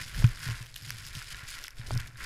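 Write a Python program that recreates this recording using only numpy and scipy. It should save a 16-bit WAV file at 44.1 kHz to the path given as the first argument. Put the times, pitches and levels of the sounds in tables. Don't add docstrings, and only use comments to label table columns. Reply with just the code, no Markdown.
import sys
import numpy as np
from scipy import signal
from scipy.fft import rfft, irfft, next_fast_len
from scipy.io import wavfile
from scipy.ndimage import map_coordinates

SR = 44100
rng = np.random.default_rng(int(sys.argv[2]) if len(sys.argv) > 2 else 0)


def amplitude_ratio(level_db):
    exponent = np.asarray(level_db, float) / 20
    return 10 ** exponent


def log_audio(samples):
    frames = np.atleast_2d(samples).T
    limited = np.clip(frames, -1, 1)
    pcm = np.round(limited * 32767).astype(np.int16)
    wavfile.write(sys.argv[1], SR, pcm)


N = 99225

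# (f/Hz, width/Hz, level/dB)
HOUSING_CAVITIES = [(1544, 670, 6.5), (2100, 1190, 2.5), (5160, 850, 1.5), (6700, 1340, -5.5),
                    (10900, 2900, -7.5), (3090, 1500, -1)]
TICK_PITCHES = [1, 1.35, 1.8, 2.3]


def unit(x):
    return x / np.sqrt(np.mean(x ** 2) + 1e-20)


def curves(rows):
    s, *cols = np.transpose(rows)
    return [np.interp(np.arange(N) / SR, s, c) for c in cols]


def wobble(rate):
    knots = rng.standard_normal(int(N * rate / SR) + 4)
    return map_coordinates(knots, [np.arange(N) * rate / SR])


def filtered(x, response):
    m = next_fast_len(N + SR // 2)
    return irfft(rfft(x, m) * response(np.fft.rfftfreq(m, 1 / SR)), m)[..., :N]


def colour(points):
    f, db = np.transpose(points)
    return lambda hz: amplitude_ratio(np.interp(np.log(hz + 1), np.log(f + 1), db))


def peak(f, centre_hz, width_hz):
    return 1j * f * width_hz / (centre_hz ** 2 - f * f + 1j * f * width_hz)


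def add(track, s, piece):
    track[round(s * SR):][:len(piece)] += piece


def housing(f):
    return sum((-1) ** k * amplitude_ratio(db) * peak(f, c, w) for k, (c, w, db) in enumerate(HOUSING_CAVITIES))


def grains(rate, spread_db, smooth):
    chance = rate / SR * amplitude_ratio(3.5 * np.clip(wobble(60), -3, 1.6))
    size = amplitude_ratio(spread_db * np.minimum(rng.exponential(size=N), 3))
    size = size * np.sign(rng.standard_normal(N))
    breaks = unit(size * (rng.random(N) < chance))
    return unit(breaks + smooth * rng.standard_normal(N))


def rustle():
    # (t/s, level/dB)
    rub_levels = [(0, -49), (.07, -53.5), (.2, -47), (.26, -52.5), (.37, -54.5), (.5, -42.5), (.62, -55),
                  (.72, -65), (.83, -60.5), (.9, -55.5), (1.12, -52), (1.16, -53.5), (1.5, -48.5),
                  (1.66, -55), (1.74, -62.5), (1.96, -43), (2.12, -60.5), (2.2, -47.5)]
    # (t/s, level/dB)
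    crackle_levels = [(0, -44.5), (.11, -54.5), (.2, -45), (.34, -54), (.45, -45), (.72, -60), (.77, -55.5),
                      (.87, -48.5), (1.1, -54.5), (1.34, -49.5), (1.42, -56.5), (1.5, -47.5), (1.67, -56.5),
                      (1.74, -68), (1.87, -51), (2.07, -57), (2.11, -64), (2.25, -47)]
    # (t/s, length/s, lift/dB)
    sleeve_folds = [(0.088, 0.021, 2), (0.267, 0.0068, -5), (0.574, 0.045, 2), (0.994, 0.031, 4),
                    (1.093, 0.073, 5), (1.168, 0.061, 6.5), (0.197, 0.049, 2), (0.454, .04, 0),
                    (1.29, 0.045, 0), (1.37, .04, 0.5), (1.507, 0.02, 3), (2.002, .012, 12),
                    (1.935, .03, 0), (1.315, 0.038, 3.5), (1.55, 0.033, 3.5), (1.649, 0.04, 3.5),
                    (1.787, 0.04, 6), (1.844, 0.048, -3), (1.872, 0.021, 5.5), (2.076, 0.0087, 8),
                    (2.15, 0.036, -5.5), (0.82, 0.059, -3.5), (1.119, 0.015, -4.5)]
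    # (f/Hz, level/dB)
    cloth_tone = [(150, -20.5), (850, -19.5), (1050, -4.5), (1230, -10.5), (1400, 0.5), (1800, -2),
                  (2400, -5), (3000, -14.5), (5000, -62)]
    t = np.arange(N) / SR
    rub_db, = curves(rub_levels)
    crackle_db, = curves(crackle_levels)
    for s, length, db in sleeve_folds:
        crackle_db = crackle_db + db * np.exp(-(2 * (t - s) / length) ** 4)

    body = unit(filtered(grains(700, spread_db=4.5, smooth=0.67), colour(cloth_tone)))
    broad = grains(900, spread_db=4.5, smooth=0.52)
    broad = unit(filtered(broad, lambda f: housing(f) * peak(f, 6030, 10800)))
    tuned = np.zeros(N)
    for c, w, db in HOUSING_CAVITIES[2:]:
        tuned += amplitude_ratio(db) * filtered(grains(400, spread_db=7.5, smooth=0.36), lambda f: peak(f, c, w))

    rub = amplitude_ratio(rub_db + 2.7 * wobble(18)) * body
    crackle = amplitude_ratio(crackle_db + 1.02 * wobble(44.87)) * (1.063 * broad + 0.65 * unit(tuned))
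    return rub + crackle


def wind():
    # (t/s, level/dB)
    gust_levels = [(0.0, -45), (0.03, -46), (0.24, -33.5), (0.44, -57), (0.48, -40), (0.78, -56),
                   (0.83, -51.5), (1.35, -45.5), (1.57, -55.5), (1.63, -46), (1.68, -57), (1.87, -40),
                   (1.93, -37), (2.0, -37.5), (2.13, -58), (2.25, -44)]
    # (f/Hz, level/dB)
    air_tone = [(15, -2.5), (35, -2.5), (70, -15), (160, -32), (300, -37), (900, -42), (2000, -68),
                (14000, -99)]
    # (f/Hz, level/dB)
    slope_tone = [(120, -17), (250, -3), (600, -5), (1100, -7), (1600, -11.5), (14000, -31)]
    gust_db, = curves(gust_levels)
    far = unit(filtered(rng.standard_normal(N), colour(slope_tone)))
    near = unit(filtered(rng.standard_normal(N), colour(air_tone)))
    far_db = -66 + 3.0 * wobble(14.74)
    return amplitude_ratio(far_db) * far + amplitude_ratio(gust_db + 2.5 * wobble(11.85)) * near


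def mount():
    # (t/s, level/dB)
    shake_levels = [(0, -37.5), (.14, -51), (.19, -31), (.26, -51), (.41, -45), (.49, -33.5), (.57, -57),
                    (.78, -54.5), (.87, -44), (1.01, -48.5), (1.17, -55.5), (1.24, -53.5), (1.44, -50),
                    (1.7, -67.5), (1.9, -37.5), (1.945, -29), (2.03, -48), (2.25, -51.5)]
    # (t/s, peak level/dB, direction, share of free ring time)
    jolts = [(.2418, -6, -1, .75), (.5085, -30.5, 1, 1.3), (.6075, -33.5, -1, 1.1), (1.168, -29.5, -1, .7),
             (1.795, -31, -1, .8), (1.958, -24, 1, .25), (1.9622, -24.5, -1, .22), (1.151, -35, 1, .9),
             (.178, -33.5, 1, 1.5), (1.912, -29.5, -1, .66), (1.9405, -29.5, 1, .45), (.466, -34, 1, 1),
             (.824, -40, 1, .76), (.872, -36.5, 1, .66), (.93, -41, 1, .93), (.42, -40, 1, .8),
             (1.06, -44, 1, .8), (2.09, -43, 1, .9), (1.322, -40, -1, .5), (1.432, -39, 1, .8)]
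    # (f/Hz, level/dB, time to fall 60 dB/s)
    mount_rings = [(117, 1.5, 0.14), (71, -38, 0.2), (206, -15, 0.024)]
    out, t = np.zeros(N + SR), np.arange(SR // 4) / SR
    soft_start = 1 - np.exp(-t / 0.0021)
    for s, db, way, free in jolts:
        ring = np.zeros(len(t))
        for hz, level, t60 in mount_rings:
            ring += amplitude_ratio(level - 60 * t / (t60 * free)) * np.sin(2 * np.pi * hz * t)
        add(out, s, amplitude_ratio(db) * np.sign(way) * ring * soft_start)

    shake_db, = curves(shake_levels)
    push = amplitude_ratio(shake_db + 2.1 * wobble(25.35)) * rng.standard_normal((2, N))
    hum = amplitude_ratio(25.0) * filtered(push[0], lambda f: peak(f, 112.6, 21.2) * peak(f, 116, 89))
    low_hum = amplitude_ratio(17) * filtered(push[1], lambda f: peak(f, 78, 30) ** 2)
    return out[:N] + hum + low_hum


def small_breaks(events, cycles, upper_db, gain_db):
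    out, t = np.zeros(N + SR), np.arange(SR // 60) / SR
    chances = np.tanh(rng.standard_normal((len(events), 4)))
    for (s, db, hz), luck in zip(events, chances):
        parts = np.zeros(len(t))
        for r, g in zip(TICK_PITCHES, luck):
            strength = 1 if r == 1 else amplitude_ratio(upper_db) * g
            parts += strength * np.sin(2 * np.pi * min(hz * r, 14000) * t)
        fade = amplitude_ratio(db + gain_db - 20 * t * hz / cycles)
        add(out, s + .001, fade * parts * (1 - np.exp(-t * hz)))
    return out[:N]


def creases():
    # (t/s, peak level/dB, f/Hz)
    buckles = [(0.0143, -25.5, 1970), (0.1445, -27, 1700), (0.162, -35, 1970), (0.3723, -34, 1580),
               (0.8455, -37, 2100), (0.8924, -36, 1490), (1.05, -38, 1530), (1.3444, -29, 1660),
               (1.3912, -34, 2000), (1.4486, -37, 2060), (1.5873, -33, 2000), (1.645, -30.5, 1490),
               (1.8128, -32.5, 1650), (1.8612, -38, 1670), (2.156, -35, 1630), (2.2054, -39, 1330)]
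    return small_breaks(buckles, cycles=6.0, upper_db=-5, gain_db=0.5)


def snaps():
    # (t/s, peak level/dB, ring f/Hz)
    sharp_breaks = [(.082, -28, 3100), (.162, -25, 2600), (.2663, -25, 6900), (.276, -28, 3600),
                    (.29, -27, 1900), (.393, -27, 2300), (.4787, -25, 5000), (.5003, -25, 5300),
                    (.6274, -25, 2600), (.661, -31, 3000), (.667, -30, 3200), (.7593, -26, 4000),
                    (.7624, -18, 3050), (.7756, -32, 4700), (.7808, -32, 4650), (.9051, -12, 1600),
                    (1.0665, -25, 5200), (1.1343, -30, 2300), (1.1527, -23, 3400), (1.2248, -24, 2200),
                    (1.3073, -26, 3000), (1.4894, -27, 1600), (1.5536, -27, 4600), (1.64, -22, 5300),
                    (1.6262, -33, 8200), (1.6423, -26, 3600), (1.6675, -30, 4900), (1.6812, -20, 1900),
                    (1.7067, -33, 5500), (1.77, -39, 1500), (1.9763, -20, 5300), (2.0004, -27, 3400)]
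    # (f/Hz, width/Hz, level/dB, sign)
    shell_rings = [(1600, 500, 3, 1), (2200, 700, 1, -1), (3100, 900, 0, 1), (4950, 1000, -1, 1),
                   (6200, 1200, -6, -1), (8300, 1500, -6, 1), (11200, 1600, -6, 1)]
    ring_cycles, ring_size, spike_size, gain_db = 4, .75, 3.6, -1
    spikes, rings, t = np.zeros(N + SR), np.zeros(N + SR), np.arange(SR // 100) / SR
    for s, db, hz in sharp_breaks:
        burst = .6 * np.sign(rng.standard_normal(len(t))) * amplitude_ratio(-60 * t / .004)
        burst[0] = -spike_size
        add(spikes, s, amplitude_ratio(db + gain_db) * burst)
        fade = amplitude_ratio(db - 20 * t * hz / ring_cycles)
        add(rings, s, -ring_size * fade * np.sin(2 * np.pi * hz * t))

    def shell(f):
        return sum(np.sign(way) * amplitude_ratio(db) * peak(f, c, w) for c, w, db, way in shell_rings)

    both = filtered(spikes[:N], shell) + rings[:N]
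    return filtered(both, lambda f: peak(f, 5900, 20000) ** 2 * f / (f + 600))


def ice_ticks():
    # (t/s, peak level/dB, f/Hz)
    crystals = [(0.1944, -30, 5520), (0.2944, -44, 5250), (0.358, -28, 4900), (0.4417, -26, 4580),
                (0.69, -48, 5000), (0.7014, -44, 3840), (0.7414, -26.5, 4090), (0.8205, -31, 5100),
                (0.8254, -32, 5040), (0.8324, -30, 5040), (0.8629, -30, 5060), (0.9284, -35, 4980),
                (0.9802, -31, 4960), (1.051, -28, 5270), (1.1695, -26, 4750), (1.2693, -33, 3660),
                (1.3244, -24, 4700), (1.4052, -38, 4060), (1.4356, -36, 3540), (1.4657, -35, 3510),
                (1.503, -22.5, 7240), (1.5114, -24, 4630), (1.522, -30, 4240), (1.5267, -26, 3540),
                (1.5878, -31, 4050), (1.6693, -30, 3060), (1.7833, -33, 3450), (1.8652, -35, 4020),
                (1.8704, -30, 5040), (1.8951, -31, 4680), (1.916, -24.5, 4750), (1.933, -26, 5250),
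                (1.9384, -28, 3700), (1.95, -27, 5310), (2.0144, -32, 4410), (2.0318, -40, 4710),
                (2.0724, -36, 4670), (2.078, -38, 4010), (2.084, -37, 5070), (2.1715, -33, 4780),
                (2.228, -31, 3860)]
    return small_breaks(crystals, cycles=3.9, upper_db=-3.0, gain_db=1.0)


def axe():
    bite_times = [
        .2418,
        1.2165,
        1.907,
        .487,
        .2465,
        1.955,
        1.885,
        .222,
        1.9115,
        .2412,
    ]
    # (peak level/dB, f/Hz, width/Hz)
    bite_sounds = [(-20.5, 1830, 1870), (-34, 1640, 2300), (-26, 690, 1500), (-38.5, 530, 610),
                   (-28, 1400, 810), (-37.5, 620, 1400), (-42.5, 270, 640), (-29.5, 1200, 1800),
                   (-41, 1300, 1800), (-36, 1400, 1700)]
    fall_60db_s, rise_s = 0.019, 0.00065
    out, t = np.zeros(N), np.arange(N) / SR
    for s, (db, hz, width) in zip(bite_times, bite_sounds):
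        age = np.maximum(t - s, 0)
        crunch = unit(filtered(rng.standard_normal(N), lambda f: peak(f, hz, width) ** 2))
        out += amplitude_ratio(db - 60 * age / fall_60db_s) * (1 - np.exp(-age / rise_s)) * crunch
    return out


def scene():
    mix = rustle() + wind() + mount() + creases() + snaps() + ice_ticks() + axe()
    return mix[None]


def roll_off(x):
    return signal.sosfilt(signal.butter(12, 16500, fs=SR, output="sos"), x)


def record(dry):
    capsule = colour([(12500, 0), (15000, -2.5), (15300, -1), (16300, -24), (16500, -60)])
    return roll_off(filtered(dry, capsule))


dry = scene()
out = record(dry)
log_audio(out)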